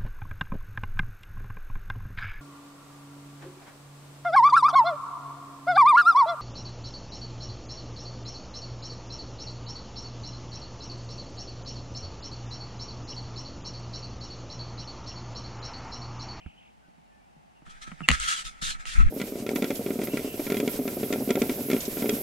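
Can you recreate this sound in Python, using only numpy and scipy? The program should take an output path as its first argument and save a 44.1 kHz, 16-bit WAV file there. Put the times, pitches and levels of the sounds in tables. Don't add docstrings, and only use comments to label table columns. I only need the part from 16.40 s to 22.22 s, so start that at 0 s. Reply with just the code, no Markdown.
import sys
import numpy as np
from scipy import signal
from scipy.fft import rfft, irfft, next_fast_len
from scipy.io import wavfile
from scipy.ndimage import uniform_filter1d

SR = 44100
rng = np.random.default_rng(int(sys.argv[2]) if len(sys.argv) > 2 else 0)


def generate_wav(signal):
    frames = np.transpose(np.atleast_2d(signal))
    scaled = np.clip(frames, -1, 1) * 32767
    pcm = np.round(scaled).astype(np.int16)
    wavfile.write(sys.argv[1], SR, pcm)


N = 256662
T = np.arange(N) / SR
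CUT_S, CUTOFF_HZ = 2.699, 15750

# band_hz, gain_db
FOREST_SPECTRUM = [(15, -33), (25, -9), (53, 2.5), (98, -8.5), (202, 1), (394, -11), (573, -8.5), (729, -2),
                   (856, -0.5), (1030, -11), (1350, -14.5), (2780, -18.5), (3630, -25.5), (9270, -31.5),
                   (15000, -43)]
# band_hz, likeness (-1 to 1)
FOREST_LIKENESS = [(60, -0.17), (240, -0.59), (950, -0.83), (3770, 0.3), (15000, -0.26)]
# start_s, length_s, start_hz, end_hz, level_db, waver_hz (rms)
BIRD_CALLS = [(-0.08, 0.26, 2650, 2650, -57, 322), (0.127, 0.21, 2750, 2750, -60, 325),
              (0.01, 0.021, 2950, 3100, -62, 30), (0.168, .035, 3000, 3100, -58, 30),
              (0.4, 0.1, 1540, 1460, -67, 50), (0.685, 0.15, 1775, 1770, -68, 25),
              (.78, .1, 2280, 2350, -72, 25), (1.147, 0.058, 2900, 2700, -66, 70),
              (1.628, 0.036, 2850, 2670, -36.5, 55), (1.827, 0.015, 2900, 2610, -34, 45.8),
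              (3.674, .12, 2620, 2870, -45.5, 122), (3.797, 0.198, 2780, 2750, -47, 167)]

# start_s, bump_db, tick_db, left_minus_right_db (bump only)
BUMPS = [(0.061, -36, -45, 1), (0.482, -48.5, -67, -8), (0.579, -53.5, -69, -10), (0.613, -58, -70, -11),
         (0.963, -50, -70, 11), (1.22, -47.5, -56, -15), (1.265, -59, -43, 2), (1.274, -46, -53, 5),
         (1.475, -40.5, -46, -13), (1.516, -37.5, -34, -10), (1.605, -34, -32.5, -7),
         (1.616, -34.5, -36, -11), (2.222, -37, -38, 11)]
# band_hz, gain_db
BUMP_SPECTRUM = [(40, -8), (90, -22), (150, 10.5), (230, 0), (320, -8.5), (450, -21), (700, -16),
                 (2000, -64)]
# band_hz, gain_db
TICK_SPECTRUM = [(300, -18), (800, -4), (1080, 0.5), (1300, 8.5), (1550, 1), (2000, 0), (3000, -9),
                 (5000, -37), (10000, -28), (16000, -60)]
# start_s, knock_db, treble_re_knock_db
KNOCKS = [(1.6809, -20, -11), (1.6867, 1, -9.5), (1.6961, -21, -6), (1.7, -14, -16), (1.7041, -10.5, -13),
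          (1.7139, -10.5, -3.5), (1.7996, -37, 18), (1.924, -52, -7), (2.4539, -28, -5)]
# band_hz, gain_db
CASE_SPECTRUM = [(200, -12), (600, -12.5), (1000, -12), (1350, -2.5), (1600, -11), (1950, 2), (2250, -4),
                 (2750, 1), (3500, -13), (4400, -10.5), (5300, -24.5), (12000, -44)]
# band_hz, gain_db
CRACK_SPECTRUM = [(2000, -22.5), (4400, -6), (5500, -7), (6700, 9), (8500, -2), (10000, -5), (12000, -31),
                  (16000, -49)]
# start_s, swing_hz, level_db, decay_s, right_to_left_ratio
FLEXES = [(0.059, 70.5, -39, 0.0059, 2.7), (1.689, 241, -21, 0.0075, 0.17), (1.695, 149, -19, 0.0081, 0.02),
          (1.704, 63, -25, 0.011, 2.6), (1.799, 44.4, -33, 0.012, 0.76), (2.577, 30.6, -4, 0.022, -0.48),
          (2.636, 71.4, -21, 0.01, 0.95)]
# start_s, length_s, body_db, friction_db, rumble_db
STROKES = [(1.262, 0.014, -64, -63, -47), (1.29, 0.02, -56.5, -52, -64), (1.41, 0.02, -47.5, -48, -50),
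           (1.46, 0.014, -49, -54.5, -51), (1.71, 0.036, -32.5, -36, -31.5), (1.76, 0.04, -45, -46, -45),
           (1.795, 0.073, -38.5, -36, -45), (1.87, 0.062, -33, -29.5, -70), (1.955, 0.058, -43, -38.5, -66),
           (2.04, 0.036, -44.5, -40.5, -42), (2.212, 0.097, -41.5, -34.5, -40),
           (2.34, 0.013, -45, -79, -35), (2.388, 0.023, -49, -53.5, -46), (2.455, 0.081, -43.5, -39.5, -44),
           (2.545, 0.068, -37.5, -46.5, -29), (2.585, 0.021, -34, -50, -17.5),
           (2.64, 0.046, -45.5, -61, -21.5)]
# body_db, friction_db, rumble_db
GRIP_DB = [-59, -63.5, -59]
# band_hz, gain_db
RUB_BODY_SPECTRUM = [(100, -34), (160, -8), (300, -25), (600, -18.5), (1150, -10), (1300, 13), (1440, 0.5),
                     (1650, 1), (2000, -1), (2400, -2.5), (3200, -23), (6000, -53)]
# band_hz, gain_db
FRICTION_SPECTRUM = [(1700, -32), (2700, -2), (3300, 2), (3900, -0.5), (4800, -4.5), (6000, -3.5),
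                     (7500, -4.5), (8300, -6), (9200, -8), (10500, -15.5), (12000, -25.5), (15500, -33)]
# band_hz, gain_db
RUMBLE_SPECTRUM = [(12, -2), (25, -3), (45, -7), (80, -35), (160, -22.5), (400, -44.5), (1000, -85)]
# band_hz, likeness (-1 to 1)
RUB_LIKENESS = [(60, -0.31), (600, -0.78), (1300, -0.9), (1700, -0.43), (2200, 0.097), (3200, 0.58),
                (6800, -0.1), (15000, 0)]

# band_hz, gain_db
BURNER_SPECTRUM = [(20, -30), (45, -13), (85, -4.5), (140, 2.5), (250, -7.5), (400, 2), (700, -7),
                   (1500, -74)]
# time_s, jet_db
STEAM_FLOW = [(2.7, -52), (3.08, -50.5), (3.25, -45.5), (3.8, -47), (4.5, -42.5), (4.95, -42.5),
              (5.25, -40.5), (5.82, -38)]
# start_s, length_s, jet_db
STEAM_PUFFS = [(2.735, 0.056, -46), (2.84, 0.052, -48.5), (3.148, 0.02, -39.5), (3.345, 0.031, -43.5),
               (3.63, 0.021, -41), (3.97, 0.22, -45.5), (4.29, 0.045, -41.5)]
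# band_hz, gain_db
HISS_SPECTRUM = [(410, -1), (700, -2), (832, -17), (956, -7.5), (1250, -15), (1370, -8.5), (1680, -13),
                 (2170, -8), (4580, -12), (4910, -9.5), (6860, -11), (8940, -9.5), (9920, -12.5),
                 (11000, -23), (14300, -49), (22000, -120)]
# band_hz, gain_db
JET_SPECTRUM = [(8500, -35), (10200, -12.5), (11100, -1), (11700, -3), (12200, 3.5), (12750, -0.5),
                (13300, -0.5), (13900, -6), (14550, -8.5), (15800, -8)]
# band_hz, likeness (-1 to 1)
STEAM_LIKENESS = [(600, 0.89), (1400, 0.6), (3100, 0.15), (6800, 0.62), (12000, -0.13), (15000, -0.3)]
# mode_hz, width_hz, gain_db
POT_MODES = [(976, 33, 1), (1374, 47, 6), (1600, 41, -7.5), (2100, 265, 2.5), (2320, 290, 0.5),
             (2700, 590, -23), (3293, 34, 1.5), (3440, 120, -9), (3600, 180, -12)]
# band_hz, gain_db
SPLASH_SPECTRUM = [(1500, -45), (3000, 9), (4500, 6.5), (6100, 10), (7000, 11), (8600, 3), (11000, -26),
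                   (16000, -40)]
# start_s, level_db
SIZZLES = [(2.869, -43), (3.355, -34), (5.405, -31), (5.453, -31.5)]
# start_s, thump_db, spit_db (coffee against the lid)
GULPS = [(2.763, -22.5, -49), (2.798, -22, -25.5), (2.813, -17.5, -21.5), (2.838, -21, -37),
         (2.921, -22.5, -46), (2.955, -20.5, -38.5), (3.023, -21.5, -48), (3.063, -19.5, -24.5),
         (3.089, -17.5, -23), (3.133, -19.5, -52), (3.157, -16, -20), (3.221, -15.5, -21.5),
         (3.241, -17.5, -21.5), (3.303, -15, -22), (3.393, -18, -57), (3.408, -26, -54),
         (3.461, -18, -27.5), (3.504, -16, -29), (3.556, -20, -49), (3.589, -16.5, -35),
         (3.614, -19.5, -26.5), (3.634, -19, -40), (3.670, -25.5, -27), (3.734, -19.5, -38),
         (3.770, -16, -22), (3.792, -21.5, -31), (3.845, -21, -46), (3.875, -21.5, -44), (3.941, -23, -38),
         (3.994, -17.5, -33), (4.065, -21.5, -24.5), (4.099, -18, -22.5), (4.119, -15, -21.5),
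         (4.142, -17, -23.5), (4.167, -18, -22.5), (4.199, -15.5, -21.5), (4.228, -18, -46),
         (4.275, -14.5, -21), (4.390, -16, -45), (4.454, -16.5, -47), (4.476, -17, -22.5),
         (4.568, -18, -42), (4.630, -15, -26.5), (4.7041, -16, -40), (4.724, -18, -19.5),
         (4.734, -15, -22.5), (4.8, -25, -56), (4.875, -17, -46), (4.890, -15.5, -27), (4.903, -11, -18),
         (4.953, -15, -22), (4.968, -17, -34), (5.016, -12.5, -19), (5.093, -15, -21.5),
         (5.285, -21.5, -40), (5.299, -15.5, -22.5), (5.312, -17, -20.5), (5.33, -13, -21),
         (5.363, -18.5, -27), (5.479, -19.5, -40), (5.569, -20, -29), (5.621, -16.5, -26),
         (5.656, -16, -26.5), (5.691, -13.5, -17.5), (5.767, -19.5, -47)]
# time_s, level_db
BUBBLING = [(2.7, -40), (2.8, -30), (2.92, -45.5), (3.1, -34), (3.35, -38), (3.75, -33), (3.9, -51),
            (4.05, -41), (4.23, -31.5), (4.35, -38.5), (4.62, -35.5), (4.85, -31.5), (5.18, -39),
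            (5.33, -31), (5.44, -46), (5.54, -41.5), (5.68, -29.5), (5.82, -39.5)]
# band_hz, gain_db
CHAMBER_SPECTRUM = [(30, -32), (60, -40), (110, -14), (190, 0), (270, 2), (400, 1.5), (560, -8.5),
                    (700, -11), (850, -35), (1300, -27), (3000, -78)]

GRIP_START_S = 1.25
STROKE_ATTACK_S, STROKE_RELEASE_S = 0.013, 0.02
PUFF_ATTACK_S, PUFF_RELEASE_S = 0.007, 0.028
PUFF_HISS_DB = -3.5
HISS_DB_PER_FLOW_DB = 0.57
FLUTTER_DB, FLUTTER_PER_S = 2.06, 35
SPIT_LAG_S = 0.0027
SPLASH_DB_PER_DB, SPLASH_KNEE_DB = 2.76, -22
CHURN_DB, CHURN_DECAY_S = -14, 0.017
PLUG_S, EMPTY_S = 0.012, 0.004


def from_db(db):
    return 10 ** (np.asarray(db) / 20)


def rms_one(x):
    return x / np.sqrt(np.mean(x ** 2) + 1e-20)


def gains(rows):
    time_s, *columns_db = np.transpose(rows)
    return [from_db(np.interp(T, time_s, column_db)) for column_db in columns_db]


def at_hz(points, hz):
    band_hz, value = np.transpose(points)
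    return np.interp(np.log(hz + 1), np.log(band_hz), value)


def pan(left_minus_right_db):
    return from_db(np.array([[left_minus_right_db], [-left_minus_right_db]]) / 2)


def drift(rate_per_s):
    return rms_one(np.interp(T * rate_per_s, np.arange(8192), rng.standard_normal(8192)))


def late(x, delay_s):
    return np.interp(T - delay_s, T, x, left=0)


def noise(spectrum, likeness):
    size = next_fast_len(N)
    hz = np.arange(size // 2 + 1) * SR / size
    mid, side = rfft(rng.standard_normal((2, size))) * from_db(at_hz(spectrum, hz))
    alike = np.clip(at_hz(likeness, hz), -1, 1)
    stereo = np.sqrt(1 + alike) * mid + np.sqrt(1 - alike) * side * [[1], [-1]]
    return rms_one(irfft(stereo, size)[:, :N])


def ring(x, spectrum, size=4096):
    hz = np.arange(size // 2 + 1) * SR / size
    cepstrum = irfft(np.log(from_db(at_hz(spectrum, hz))))
    cepstrum[1:size // 2] *= 2
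    cepstrum[size // 2 + 1:] = 0
    pulse = irfft(np.exp(rfft(cepstrum)))[:size // 2]
    return signal.oaconvolve(x, pulse / np.abs(pulse).max())[:N]


def resonate(x, modes):
    out = 0
    for mode_hz, width_hz, gain_db in modes:
        radius = np.exp(-np.pi * width_hz / SR)
        zeros = [(1 - radius ** 2) / 2, 0, (radius ** 2 - 1) / 2]
        poles = [1, -2 * radius * np.cos(2 * np.pi * mode_hz / SR), radius ** 2]
        out = out + from_db(gain_db) * signal.lfilter(zeros, poles, x + 1e-18)
    return out


def spray(starts_s, levels_db, rise_s, size=2000):
    age = np.arange(size) / (rise_s * SR)
    out = np.zeros(N + size)
    for start_s, level_db in zip(starts_s, levels_db):
        cloud = rng.standard_normal(size) * age * np.exp(-age)
        at = int(start_s * SR)
        out[at:at + size] += from_db(level_db) * cloud / np.linalg.norm(cloud)
    return out[:N]


def hits(starts_s, levels_db, scatter, decay_s, size=6000):
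    out = np.zeros(N + size)
    for start_s, level_db in zip(starts_s, levels_db):
        tail = rng.standard_normal(size) * np.exp(-np.arange(size) / (decay_s * SR))
        tail *= scatter / np.linalg.norm(tail)
        tail[0] += 1
        at = int(np.clip(start_s * SR, 0, N))
        out[at:at + size] += from_db(level_db) * tail
    return out[:N]


def envelope(start_s, length_s, attack_s, release_s):
    rise = np.clip((T - start_s) / attack_s, 0, 1)
    return rise * np.exp(-np.clip((T - start_s - length_s) / release_s, 0, 40))


def swells(rows, attack_s, release_s):
    power = 0
    for start_s, length_s, *levels_db in rows:
        shape = envelope(start_s, length_s, attack_s, release_s)
        power = power + (from_db(levels_db)[:, None] * shape) ** 2
    return np.sqrt(power)


def patchy(x, spread_db, size=512):
    cells = signal.stft(x, nperseg=size)[2]
    swell = rng.standard_normal(cells.shape[1:])
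    swell = uniform_filter1d(swell, size=3, axis=0)
    swell = uniform_filter1d(swell, size=8, axis=1)
    shifted = cells * from_db(spread_db * rms_one(swell))
    return rms_one(signal.istft(shifted, nperseg=size)[1][:, :N])


def forest_bed(level_db):
    return from_db(level_db) * noise(FOREST_SPECTRUM, FOREST_LIKENESS)


def birds(trim_db):
    out = np.zeros((2, N))
    for start_s, length_s, start_hz, end_hz, level_db, waver_hz in BIRD_CALLS:
        along = np.clip((T - start_s) / length_s, 0, 1)
        pitch_hz = start_hz + (end_hz - start_hz) * along + waver_hz * drift(700)
        phase = 2 * np.pi * np.cumsum(pitch_hz) / SR
        whistle = np.sin([phase, phase + 1.56])
        out += from_db(level_db + trim_db) * np.sin(np.pi * along) * whistle
    return out


def burner(level_db):
    return from_db(level_db) * noise(BURNER_SPECTRUM, [(40, 0.33), (200, 0.96)])


def taps(bump_db, tick_db, knock_db, crack_db):
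    bump_s, bump_level_db, tick_level_db, balance_db = np.transpose(BUMPS)
    knock_s, knock_level_db, treble_db = np.transpose(KNOCKS)
    sides = []
    for sign in (1, -1):
        side_db = bump_level_db + bump_db + sign * balance_db / 2
        bumps = hits(bump_s + 0.0016, side_db, scatter=1.0, decay_s=0.01)
        ticks = hits(bump_s + 0.00099, tick_level_db + tick_db, scatter=1.0, decay_s=0.0063)
        knocks = hits(knock_s + 0.00088, knock_level_db + knock_db, scatter=0.97, decay_s=0.0032)
        crack_level_db = knock_level_db + treble_db + crack_db
        cracks = hits(knock_s + 0.0005, crack_level_db, scatter=2.6, decay_s=0.0019)
        soft = ring(bumps, BUMP_SPECTRUM) + ring(ticks, TICK_SPECTRUM)
        hard = ring(knocks, CASE_SPECTRUM) + ring(cracks, CRACK_SPECTRUM)
        sides.append(soft + hard)
    return np.array(sides)


def flexes():
    out = np.zeros((2, N))
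    for start_s, swing_hz, level_db, decay_s, ratio in FLEXES:
        age_s = np.maximum(T - start_s, 0)
        shape = age_s / decay_s * np.exp(1 - age_s / decay_s)
        out += from_db(level_db) * shape * np.sin(2 * np.pi * swing_hz * age_s) * [[1], [ratio]]
    return out


def rubbing(body_db, friction_db, rumble_db, grain_db, patchy_db):
    grip = (GRIP_START_S, CUT_S - GRIP_START_S, *GRIP_DB)
    body, friction, rumble = swells(STROKES + [grip], STROKE_ATTACK_S, STROKE_RELEASE_S)
    grains = from_db(grain_db * drift(500) + 1.1 * drift(50))
    slide = body * from_db(body_db) * patchy(noise(RUB_BODY_SPECTRUM, RUB_LIKENESS), patchy_db)
    slide += friction * from_db(friction_db) * patchy(noise(FRICTION_SPECTRUM, RUB_LIKENESS), patchy_db)
    shake = rumble * from_db(rumble_db) * noise(RUMBLE_SPECTRUM, RUB_LIKENESS)
    return grains * slide + shake


def steam(hiss_db, jet_db):
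    flow, = gains(STEAM_FLOW)
    puffs, = swells(STEAM_PUFFS, PUFF_ATTACK_S, PUFF_RELEASE_S)
    steady_hiss = from_db(hiss_db) * flow ** HISS_DB_PER_FLOW_DB
    puff_hiss = from_db(jet_db + PUFF_HISS_DB) * puffs
    flutter = from_db(FLUTTER_DB * drift(FLUTTER_PER_S) + 0.67 * drift(9))
    hiss = np.hypot(steady_hiss, puff_hiss) * flutter * noise(HISS_SPECTRUM, STEAM_LIKENESS)
    jet_gain = np.hypot(flow, puffs) * from_db(jet_db + 0.91 * drift(60))
    jet = jet_gain * noise(JET_SPECTRUM, STEAM_LIKENESS)
    return hiss * pan(-1.1) + jet * pan(-4.0)


def spits(metal_db, splash_db, sizzle_db, mode_spread_db):
    gulp_s, _, spit_db = np.transpose(GULPS)
    spit_s = gulp_s + SPIT_LAG_S
    metal = 0
    for mode in POT_MODES:
        drop_db = spit_db + rng.normal(0, mode_spread_db, len(spit_s))
        metal = metal + resonate(hits(spit_s, drop_db, scatter=1.4, decay_s=0.0082, size=768), [mode])
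    sizzle_s, sizzle_level_db = np.transpose(SIZZLES)
    splash_level_db = splash_db + SPLASH_DB_PER_DB * (spit_db - SPLASH_KNEE_DB)
    sides = []
    for _ in range(2):
        scattered = resonate(hits(spit_s, spit_db - 23.5, scatter=8.4, decay_s=0.037), POT_MODES)
        splash = spray(spit_s, splash_level_db, rise_s=0.0012)
        sizzle = hits(sizzle_s, sizzle_level_db + sizzle_db, scatter=4.4, decay_s=0.012)
        wet = ring(splash + sizzle, SPLASH_SPECTRUM)
        sides.append(from_db(metal_db) * (metal + scattered) + wet)
    return np.array(sides) * pan(-0.88)


def vigour():
    gulp_s, thump_db, _ = np.transpose(GULPS)
    kicks = np.zeros(N)
    kicks[(gulp_s * SR).astype(int)] = from_db(thump_db + CHURN_DB)
    churn = signal.lfilter([1], [1, -np.exp(-1 / (CHURN_DECAY_S * SR))], kicks)
    boil, = gains(BUBBLING)
    return np.hypot(boil, churn)


def gurgle(gulp_db, bubble_db, gap_s, spread_db, clump_db, size_ratio, echo, crackle_db, count=900):
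    gulp_s, thump_db, _ = np.transpose(GULPS)
    gulps = hits(gulp_s + 0.00055, thump_db + gulp_db, scatter=0.62, decay_s=0.01)
    gap_chance, level_chance, size_chance = rng.random((3, count))
    bubble_s = CUT_S + np.cumsum(gap_s * (0.4 + 1.2 * gap_chance))
    since_gulp_s = bubble_s[:, None] - gulp_s
    blocked = ((since_gulp_s > -PLUG_S) & (since_gulp_s < EMPTY_S)).any(axis=1)
    heard = (bubble_s < T[-1]) & ~blocked
    level = vigour() * from_db(clump_db * np.tanh(drift(70)))
    pop_db = spread_db * (2 * level_chance - 1.5) + bubble_db
    bursts, thumps = gulps, ring(gulps, CHAMBER_SPECTRUM)
    for size_class, pitch_ratio in enumerate([1 / size_ratio, 1, size_ratio]):
        mine = heard & (np.floor(3 * size_chance) == size_class)
        pops = np.zeros(N)
        pops[(bubble_s[mine] * SR).astype(int)] = from_db(pop_db[mine])
        pops = pops * level
        bursts = bursts + pops
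        thumps = thumps + ring(pops, np.array(CHAMBER_SPECTRUM) * [pitch_ratio, 1])
    crackle = from_db(crackle_db) * resonate(late(bursts, 0.002555), POT_MODES)
    return echo * late(thumps, 0.00602) - thumps + crackle


def scene():
    forest = forest_bed(level_db=-57.5) + birds(trim_db=1.5)
    hand = taps(bump_db=-2.0, tick_db=2.5, knock_db=1, crack_db=-5.5) + flexes()
    hand += rubbing(body_db=4.5, friction_db=1.0, rumble_db=3.5, grain_db=0.7, patchy_db=2.5)
    pot = burner(level_db=-45.5) + steam(hiss_db=-19.5, jet_db=3.0)
    pot += spits(metal_db=19.0, splash_db=-23.5, sizzle_db=2.5, mode_spread_db=1)
    pot += gurgle(gulp_db=-0.42, bubble_db=8.5, gap_s=0.0068, spread_db=5.5, clump_db=5.5,
                  size_ratio=1.228, echo=0.38, crackle_db=-8.5)
    after_cut = np.clip((T - CUT_S) / 0.002, 0, 1)
    return forest + (1 - after_cut) * hand + after_cut * pot


def record(dry):
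    rounded = dry / (1 + dry ** 4) ** 0.25
    low_pass = signal.ellip(12, 0.1, 95, CUTOFF_HZ, fs=SR, output="sos")
    return signal.sosfilt(low_pass, rounded)


dry = scene()
out = record(dry)
generate_wav(out)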